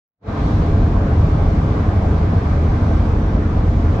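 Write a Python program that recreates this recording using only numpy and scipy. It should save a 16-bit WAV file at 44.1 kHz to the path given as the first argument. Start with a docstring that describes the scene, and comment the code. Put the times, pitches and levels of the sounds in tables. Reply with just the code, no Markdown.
"""The rumble and roar inside a cruising car fade in from silence, the treble just ahead of the bass.
The concrete motorway shakes the body and makes the tyres roar. Under that the engine drones
and the turning wheels hum. Wind hisses round the windows, and the gears whine faintly."""
import sys
import numpy as np
from scipy import signal
from scipy.fft import rfft, irfft, next_fast_len
from scipy.io import wavfile
from scipy.ndimage import uniform_filter1d, map_coordinates

SR = 44100
rng = np.random.default_rng(int(sys.argv[2]) if len(sys.argv) > 2 else 0)


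def transcribe(signal):
    """Save signal, clipped to [-1, 1], as a 16-bit WAV file at the path in sys.argv[1]."""
    frames = np.atleast_2d(signal).T
    limited = np.clip(frames, -1, 1)
    pcm = np.round(limited * 32767).astype(np.int16)
    wavfile.write(sys.argv[1], SR, pcm)


N = 176400

# tone of the shaking body (frequency [Hz], level [dB])
RUMBLE_TONE = [(8, -43.5), (18, -13), (28, 4), (42, 5), (65, 2.5), (100, 7), (125, -1), (145, -0.5),
               (200, -4.5), (245, -8), (285, -6), (310, -8.5), (345, -14.5), (450, -20.5), (900, -41),
               (2000, -120)]
# tone of the tyres (frequency [Hz], level [dB])
ROAR_TONE = [(40, -26.5), (170, -15), (300, -0.5), (480, 2), (790, 1.5), (900, -1), (1080, -1.5),
             (1400, -6.5), (1900, -14), (2400, -17.5), (2850, -28.5), (5000, -60.5), (8000, -120)]
# pitches at which the cabin and tyres ring (frequency [Hz], width [Hz], boost [dB])
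RESONANCES = [(425, 42, 7.5), (679, 15, 5.5)]
# small level changes along the way (time [s], rumble [dB], roar [dB], wind [dB])
LEVEL_CHANGES = [(.3, 1, 4.5, 2), (.5, 1.5, 0, 2), (.95, 0, -0.4, -1.16), (1.25, 1.2, -0.2, .5),
                 (1.7, -0.3, 0.5, 0.32), (2.25, -0.8, 0, -0.1), (2.65, -0.9, .5, 0.3), (3.0, 0, -0.5, 0.5),
                 (3.4, -0.6, -0.5, -1.4), (3.8, -1, -2.5, -0.5), (3.97, -2.2, .8, 0)]
# how alike both ears hear a noise, 1 being the same (frequency [Hz], likeness [-1 to 1])
EAR_LIKENESS = [(100, .85), (300, 0.44), (430, 0.88), (530, 0.77), (680, 0.51), (780, 0.2), (900, -0.051),
                (1000, 0.1), (1090, .45), (1250, 0.16), (1380, -0.12), (1550, -0.065), (1880, -0.067),
                (2400, .4), (2850, 0.064), (8000, 0.065)]
# how fast the engine fires (time [s], rate [Hz])
FIRING_RATE = [(0, 79.4), (1.6, 79.23), (2.8, 79), (4, 79.9)]
# the engine's drone and its overtones (multiple [of the firing rate], level [dB])
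ENGINE_TONES = [(1, -20), (2, -36.5), (3, -36.5)]
# swelling and sinking of the drone (time [s], gain [dB])
DRONE_SWELL = [(.4, -15), (.75, 1.5), (1.0, -8.5), (1.15, 4), (1.45, -7), (1.75, -12.5), (2.08, 1),
               (2.35, -5.5), (2.72, -1), (3.0, -5), (3.3, -4.5), (3.7, -6.5), (3.87, -0.5), (4, -7.5)]
# the wheels' hum (multiple [of the turning rate], level [dB])
WHEEL_TONES = [(3, -27.5), (6, -32), (12, -37), (18, -38.5)]
# tone of the wind on the glass (frequency [Hz], level [dB])
HISS_TONE = [(500, -0.5), (2000, 1.5), (2600, -0.5), (2900, 1.5), (3400, 1), (5000, -4.5), (6000, -7),
             (6850, -11), (7100, -14.5), (8200, -17.5), (8700, -25), (9300, -23.5), (10700, -30),
             (12700, -32), (13200, -25.5), (13800, -30), (15700, -36)]
# a "shh" in the wind that dies away early (time [s], level [dB])
SHH_LEVEL = [(.3, -53.5), (.6, -58), (.85, -61), (1.2, -78)]
# rise of the whole sound from silence (time [s], gain [dB])
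FADE_IN = [(0, -90.5), (.17, -75), (.205, -50), (.23, -24.5), (.26, -12.5), (.29, -2.5), (.35, -1),
           (.41, 3)]
# later rise of the deep bass (time [s], gain [dB])
BASS_FADE_IN = [(.25, -10.5), (.29, -4.5), (.37, -11), (.4, 0)]


def road_rumble(level_db=-19, lag_s=6e-5):
    """The road shakes the car's body: a deep noise that reaches the left ear a little later."""
    ear_delays = lambda hz: np.exp(1j * np.pi * lag_s * np.array([-hz, hz]))
    rumble = filtered(rng.standard_normal(N), lambda hz: gain(at_pitch(RUMBLE_TONE, hz)) * ear_delays(hz))
    return gain(level_db + over_time(LEVEL_CHANGES, column=1)) * unit_level(rumble)


def tyre_roar(level_db=-30.5):
    """Tyres roar on the concrete, louder at the pitches where they and the cabin ring."""
    ring_db = lambda hz: sum(db * peak(hz, centre, width / 2) for centre, width, db in RESONANCES)
    roar = stereo_noise(lambda hz: at_pitch(ROAR_TONE, hz) + ring_db(hz), flicker_db=1.24)
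    return gain(level_db + over_time(LEVEL_CHANGES, column=2)) * roar


def engine():
    """Rapid firing blends into a low drone that swells and sinks, with wavering overtones."""
    firing_hz = over_time(FIRING_RATE)
    drone = hum(firing_hz, ENGINE_TONES[:1], waver_db=-1, drift_rad=0.084)
    overtones = hum(firing_hz, ENGINE_TONES[1:], waver_db=5.0, drift_rad=0.3)
    return gain(over_time(DRONE_SWELL)) * drone + overtones


def wheels(turning_hz=16.93):
    """The wheels hum at multiples of their turning rate."""
    return hum(np.full(N, turning_hz), WHEEL_TONES, waver_db=-1.5, drift_rad=0.95)


def wind(level_db=-48.5, shh_hz=3800, shh_width_hz=630):
    """Air hisses past the windows with a slight flutter, and with a narrower "shh" at first."""
    hiss_db = level_db + over_time(LEVEL_CHANGES, column=3) + .2 * wobble(6.5)
    hiss = stereo_noise(lambda hz: at_pitch(HISS_TONE, hz), flicker_db=.8)
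    shh_band_db = lambda hz: -20 * np.log10(1 + ((hz - shh_hz) / shh_width_hz) ** 4)
    shh = stereo_noise(shh_band_db, flicker_db=1.5)
    return gain(hiss_db) * hiss + gain(over_time(SHH_LEVEL)) * shh


def gear_whine(level_db=-56, pitch_hz=1558, half_width_hz=16):
    """The gears sing one faint, fuzzy note: a very narrow band of noise."""
    whine = filtered(rng.standard_normal(N), lambda hz: peak(hz, pitch_hz, half_width_hz))
    return gain(level_db) * unit_level(whine)


def stereo_noise(tone_db, flicker_db):
    """Noise for two ears, shaped by tone_db, with small patches randomly louder or softer."""
    spectra = signal.stft(rng.standard_normal((2, N)), nperseg=512)[2]
    patches = uniform_filter1d(rng.standard_normal(spectra.shape[1:]), size=5, axis=0)  # blur in pitch
    patches = uniform_filter1d(patches, size=14, axis=1)  # blur in time
    noise = signal.istft(spectra * gain(flicker_db * unit_level(patches)), nperseg=512)[1][:, :N]
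    spread = lambda hz: np.arccos(at_pitch(EAR_LIKENESS, hz)) / 2
    shares = lambda hz: [np.cos(spread(hz)), np.sin(spread(hz))]
    shared, opposite = filtered(noise, lambda hz: gain(tone_db(hz)) * shares(hz))
    return unit_level(np.array([shared + opposite, shared - opposite]))


def hum(rate_hz, tones, waver_db, drift_rad):
    """Pure tones at multiples of a rate, each a little unsteady in level and timing."""
    phase = 2 * np.pi * np.cumsum(rate_hz) / SR
    total = np.zeros(N)
    for multiple, db in tones:
        waver = gain(waver_db * wobble(4.185))
        drift = drift_rad * wobble(3.096) + 2 * np.pi * rng.random()
        total += gain(db) * unit_level(waver * np.sin(multiple * phase + drift))
    return total


def gain(db):
    """Turn decibels into a number to multiply by."""
    return 10 ** (np.asarray(db) / 20)


def unit_level(x):
    """Scale x to an average (rms) level of 1."""
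    return x / np.sqrt(np.mean(x ** 2) + 1e-20)


def peak(hz, centre, half_width):
    """A bump of height 1 around a centre frequency."""
    return 1 / (1 + ((hz - centre) / half_width) ** 2)


def at_pitch(table, hz):
    """Look up a table by frequency, sliding between its rows on a log scale."""
    frequencies, values = np.transpose(table)
    return np.interp(np.log(hz + 1), np.log(frequencies + 1), values)


def over_time(table, column=1):
    """Join a table's timed points with straight lines, one value per sample."""
    columns = np.transpose(table)
    return np.interp(np.arange(N) / SR, columns[0], columns[column])


def wobble(rate_hz):
    """A smooth curve through rate_hz random points a second."""
    return map_coordinates(rng.standard_normal(1024), [np.arange(N) * rate_hz / SR], mode="wrap")


def filtered(x, response):
    """Multiply each frequency in x by response(hz)."""
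    size = next_fast_len(N + SR // 2)
    return irfft(rfft(x, size) * response(np.fft.rfftfreq(size, 1 / SR)), size)[..., :N]


def scene():
    """Everything heard from the passenger seat."""
    return road_rumble() + tyre_roar() + wind() + engine() + wheels() + gear_whine()


def record(dry):
    """Fade the sound in, the deep bass last, and cut off the very highest treble."""
    bass_hz, top_hz = 150, 15720
    bass = filtered(dry, lambda hz: 1 / (1 + (hz / bass_hz) ** 4))
    late_bass = gain(over_time(BASS_FADE_IN)) * bass
    faded = (dry - bass + late_bass) * gain(over_time(FADE_IN))
    return filtered(faded, lambda hz: hz < top_hz)


dry = scene()
out = record(dry)
transcribe(out)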